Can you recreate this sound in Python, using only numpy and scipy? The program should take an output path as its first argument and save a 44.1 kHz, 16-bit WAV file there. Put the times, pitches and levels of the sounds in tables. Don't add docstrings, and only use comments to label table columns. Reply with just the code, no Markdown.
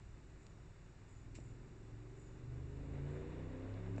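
import sys
import numpy as np
from scipy import signal
from scipy.fft import rfft, irfft
from scipy.io import wavfile

SR = 44100
rng = np.random.default_rng(int(sys.argv[2]) if len(sys.argv) > 2 else 0)


def transcribe(u):
    v = np.clip(np.atleast_2d(u).T, -1, 1)
    q = np.round(v * 32767).astype(np.int16)
    wavfile.write(sys.argv[1], SR, q)


N = 176400

# start in seconds, peak level in dB, spectral tilt in dB per octave.
KNOCKS = [(1.3859, -42.5, -0.8), (3.9807, -35.5, 2.5)]
# frequency in Hz, relative level in dB, seconds to decay by 60 dB.
LOG_MODES = [(265, 3.5, 0.032), (414, 2.5, 0.0095), (620, 1, 0.016), (1720, -12.5, 0.0057),
             (2490, -18.5, 0.011)]
# start in seconds, burst level in dB, crack peak over the burst in dB,
# decay time in seconds, band centre in Hz, band width in octaves.
CRACKLES = [(0.4665, -56.5, 10, .0012, 3300, .85), (1.3458, -61.5, 3, 0.0025, 3200, .7),
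            (1.3503, -56.5, -4, 0.0035, 7300, 0.25), (1.352, -63, -10, 0.022, 2500, 0.65),
            (1.355, -61, -6, 0.021, 6200, 0.6), (1.379, -66, 0, 0.0017, 5000, 1),
            (1.401, -67, -2, 0.006, 3900, .85), (3.7398, -58, 0, 0.0018, 3600, 0.28),
            (3.961, -67, -3, 0.0031, 4500, 0.6), (3.98, -67, -3, .012, 6500, .6)]
# time in seconds, firing cycles per second.
CYCLE_RATE = [(0, 19.6), (.5, 19.43), (.95, 19.58), (1.2, 20.08), (1.5, 21.08), (1.8, 21.85), (2.1, 23.02),
              (2.4, 23.87), (2.7, 25.34), (3.0, 27.64), (3.3, 30.1), (3.62, 32.65), (4.0, 35.2)]
# time in seconds, levels of harmonics 3, 5 and 8 in dB.
STRONG_LEVELS = [(0.0, -59, -63, -76.5), (0.85, -66.5, -64.5, -69), (1.5, -62, -56, -75.5),
                 (1.68, -66, -70, -80), (1.95, -62, -54.5, -88), (2.25, -68, -60, -70),
                 (2.55, -52, -49.5, -83), (2.85, -54, -55.5, -64), (3.02, -46.5, -45, -65),
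                 (3.25, -54.5, -58, -63.5), (3.45, -54, -48.5, -61.5), (3.65, -48, -64, -50.5),
                 (3.8, -46.5, -53, -62.5), (4.0, -45, -53.5, -49.5)]
# time in seconds, base level in dB.
WEAK_SWELL = [(0.0, -80), (1.0, -82), (1.3, -73), (2.25, -74), (2.6, -70), (3.1, -67), (3.5, -65.5),
              (4.0, -71)]
# multiple of the cycle rate, relative level in dB.
WEAK_HARMONICS = [(1, 4.5), (2, 2.5), (6, 7), (7, 3), (9, 2), (10, 5), (11, 2.5), (13, 1), (14, -1),
                  (16, 2), (17, -3), (18, -7), (19, -4), (22, -10)]
# frequency in Hz, gain in dB.
EXHAUST_PATH = [(20, 2), (40, 7), (53, 12), (70, -2.7), (125, 4.5), (150, 1), (190, -11.5), (250, -1.5),
                (295, 2), (330, -3.5), (380, 5.5), (430, -1.5), (520, -5), (700, -8)]
# time in seconds, level in dB.
RUSH_LEVEL = [(0, -76.5), (1.0, -75), (1.4, -73), (2.25, -69), (2.65, -65.5), (3.05, -57.3), (3.4, -56.5),
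              (3.8, -58), (4, -57.5)]
# frequency in Hz, relative density in dB.
RUSH_SPECTRUM = [(30, -4), (100, -4.5), (190, -7.5), (300, -0.5), (530, -2), (780, -11.5), (1020, -11),
                 (1300, -16.5), (1900, -15.5), (2800, -22), (3800, -26.5), (5000, -43), (8000, -51.5)]
# start in seconds, level in dB, starting pitch in Hz, hold in seconds.
BIRD_CALLS = [(.37, -76.5, 7200, 0.073), (1.06, -75, 7150, 0.09), (1.38, -75.5, 7280, .08),
              (2.14, -74, 7140, 0.11), (3.06, -77.5, 7320, 0.075)]
# frequency in Hz, relative density in dB.
WIND_SPECTRUM = [(10, -11), (24, 0.5), (45, 1.5), (70, -6.5), (100, -3.5), (150, -6.5), (200, -12),
                 (310, -17.5), (385, -12), (470, -24), (700, -25.5), (1500, -49)]
# frequency in Hz, relative density in dB.
HISS_SPECTRUM = [(100, 1.5), (600, 0), (900, 2.5), (1800, 0.5), (2600, -3.5), (3600, -7.5), (4800, -11.5),
                 (6000, -10.5), (7100, -5.5), (8200, -11)]
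# centre in Hz, half-width in Hz, depth from 0 to 1.
NOTCHES = [(3205, 108, 0.88), (6384, 170, 0.75)]
# frequency in Hz, gain in dB.
ROLL_OFF = [(7500, 0), (8200, -3.5), (8600, -15), (9000, -23.5)]

TIME = np.arange(N) / SR
FREQS = np.maximum(np.arange(N // 2 + 1) * SR / N, 1)


def undb(db):
    return 10 ** (np.asarray(db) / 20)


def curve(rows):
    return np.interp(TIME, *np.array(rows, float).T)


def response(rows, hz=FREQS):
    points_hz, db = np.array(rows, float).T
    return undb(np.interp(np.log(hz), np.log(points_hz), db))


def noise(gain):
    shaped = irfft(rfft(rng.standard_normal(N)) * gain, N)
    return shaped / np.sqrt(np.mean(shaped ** 2))


def drift(rate):
    return noise(1 / (1 + (FREQS / rate * 2) ** 4))


def beak_knocks(contact_s=0.00028):
    out = np.zeros(N)
    for start, db, tilt_db in KNOCKS:
        age = np.maximum(TIME - start, 0)
        ring = np.zeros(N)
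        for k, (hz, mode_db, t60) in enumerate(LOG_MODES):
            amplitude = (-1) ** k * undb(mode_db + tilt_db * np.log2(hz))
            ring += amplitude * np.sin(2 * np.pi * hz * age) * undb(-60 * age / t60)
        ring *= 1 - np.exp(-age / contact_s)
        out += undb(db) * ring / np.abs(ring).max()
    return out


def leaf_crackles(attack_s=0.00086, grain_db=2.5, port_hz=7370, port_half_width_hz=360, port_db=8):
    out = np.zeros(N)
    port = 1 + undb(port_db) / (1 + ((FREQS - port_hz) / port_half_width_hz) ** 2)
    for start, db, crack_db, decay_s, hz, octaves in CRACKLES:
        age = np.maximum(TIME - start, 0)
        band = port * np.exp(-.5 * (np.log2(FREQS / hz) / octaves) ** 2)
        crack = irfft(band * np.exp(-2j * np.pi * FREQS * (start + attack_s)), N)
        envelope = np.minimum(age / attack_s, 1) * np.exp(-np.maximum(age - attack_s, 0) / decay_s)
        burst = noise(band) * envelope * undb(grain_db * drift(800))
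        out += undb(db) * (undb(crack_db) * crack / np.abs(crack).max() + burst)
    return out


def engine_harmonic(order, cycles, scatter=0.35, reference_hz=293, scatter_rate=9.6):
    spread = scatter * np.sqrt(order * curve(CYCLE_RATE) / reference_hz)
    scattered = spread * (drift(scatter_rate) + 1j * drift(scatter_rate))
    amplitude = (1 + scattered) / np.sqrt(.5 + spread ** 2)
    return np.real(amplitude * np.exp(2j * np.pi * (order * cycles + rng.random())))


def engine(cycles, weak_gain_db=1, fade_db=2.04, fade_rate=4):
    out = np.zeros(N)
    when, *levels = np.array(STRONG_LEVELS, float).T
    for order, db in zip((3, 5, 8), levels):
        out += engine_harmonic(order, cycles) * undb(np.interp(TIME, when, db))
    swell_db = curve(WEAK_SWELL) + weak_gain_db
    for order, db in WEAK_HARMONICS:
        tone = engine_harmonic(order, cycles) * response(EXHAUST_PATH, order * curve(CYCLE_RATE))
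        out += tone * undb(swell_db + db + fade_db * drift(fade_rate))
    return out


def vehicle_rush(cycles, throb_depth=0.08, flicker_db=1.38):
    throb = 1 + throb_depth * np.cos(2 * np.pi * cycles)
    return noise(response(RUSH_SPECTRUM)) * throb * undb(curve(RUSH_LEVEL) + flicker_db * drift(24))


def far_birds(attack_s=0.04, decay_s=0.055, fall_hz_per_s=1300, haze_hz=230):
    opening_hz, opening_db, opening_s = 7880, -3, 0.12
    out = np.zeros(N)
    for start, db, hz, hold_s in BIRD_CALLS:
        age = np.maximum(TIME - start, 0)
        release = np.exp(-np.maximum(age - attack_s - hold_s, 0) / decay_s)
        pitch = hz - fall_hz_per_s * np.minimum(age, attack_s + hold_s)
        whistle = np.minimum(age / attack_s, 1) * release * np.sin(2 * np.pi * np.cumsum(pitch) / SR)
        arch = np.sin(np.pi * np.minimum(age / opening_s, 1))
        opening = undb(opening_db) * arch * np.sin(2 * np.pi * opening_hz * age)
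        haze = noise(1 / (1 + (FREQS / haze_hz) ** 2))
        out += undb(db) * haze * (opening + whistle)
    return out


def wind(level_db=-59, gust_db=1):
    return noise(response(WIND_SPECTRUM)) * undb(level_db + gust_db * drift(2.3))


def scene():
    cycles = np.cumsum(curve(CYCLE_RATE)) / SR
    vehicle = engine(cycles) + vehicle_rush(cycles)
    return (beak_knocks() + leaf_crackles() + vehicle + far_birds() + wind())[None]


def record(dry, hiss_db=-69, cutoff_hz=8900):
    hissy = dry + undb(hiss_db) * noise(response(HISS_SPECTRUM))
    gain = response(ROLL_OFF)
    for hz, half_width, depth in NOTCHES:
        gain *= 1 - depth / (1 + ((FREQS - hz) / half_width) ** 2)
    low_pass = signal.ellip(8, .2, 70, cutoff_hz, fs=SR, output="sos")
    return signal.sosfilt(low_pass, irfft(rfft(hissy) * gain, N))


dry = scene()
out = record(dry)
transcribe(out)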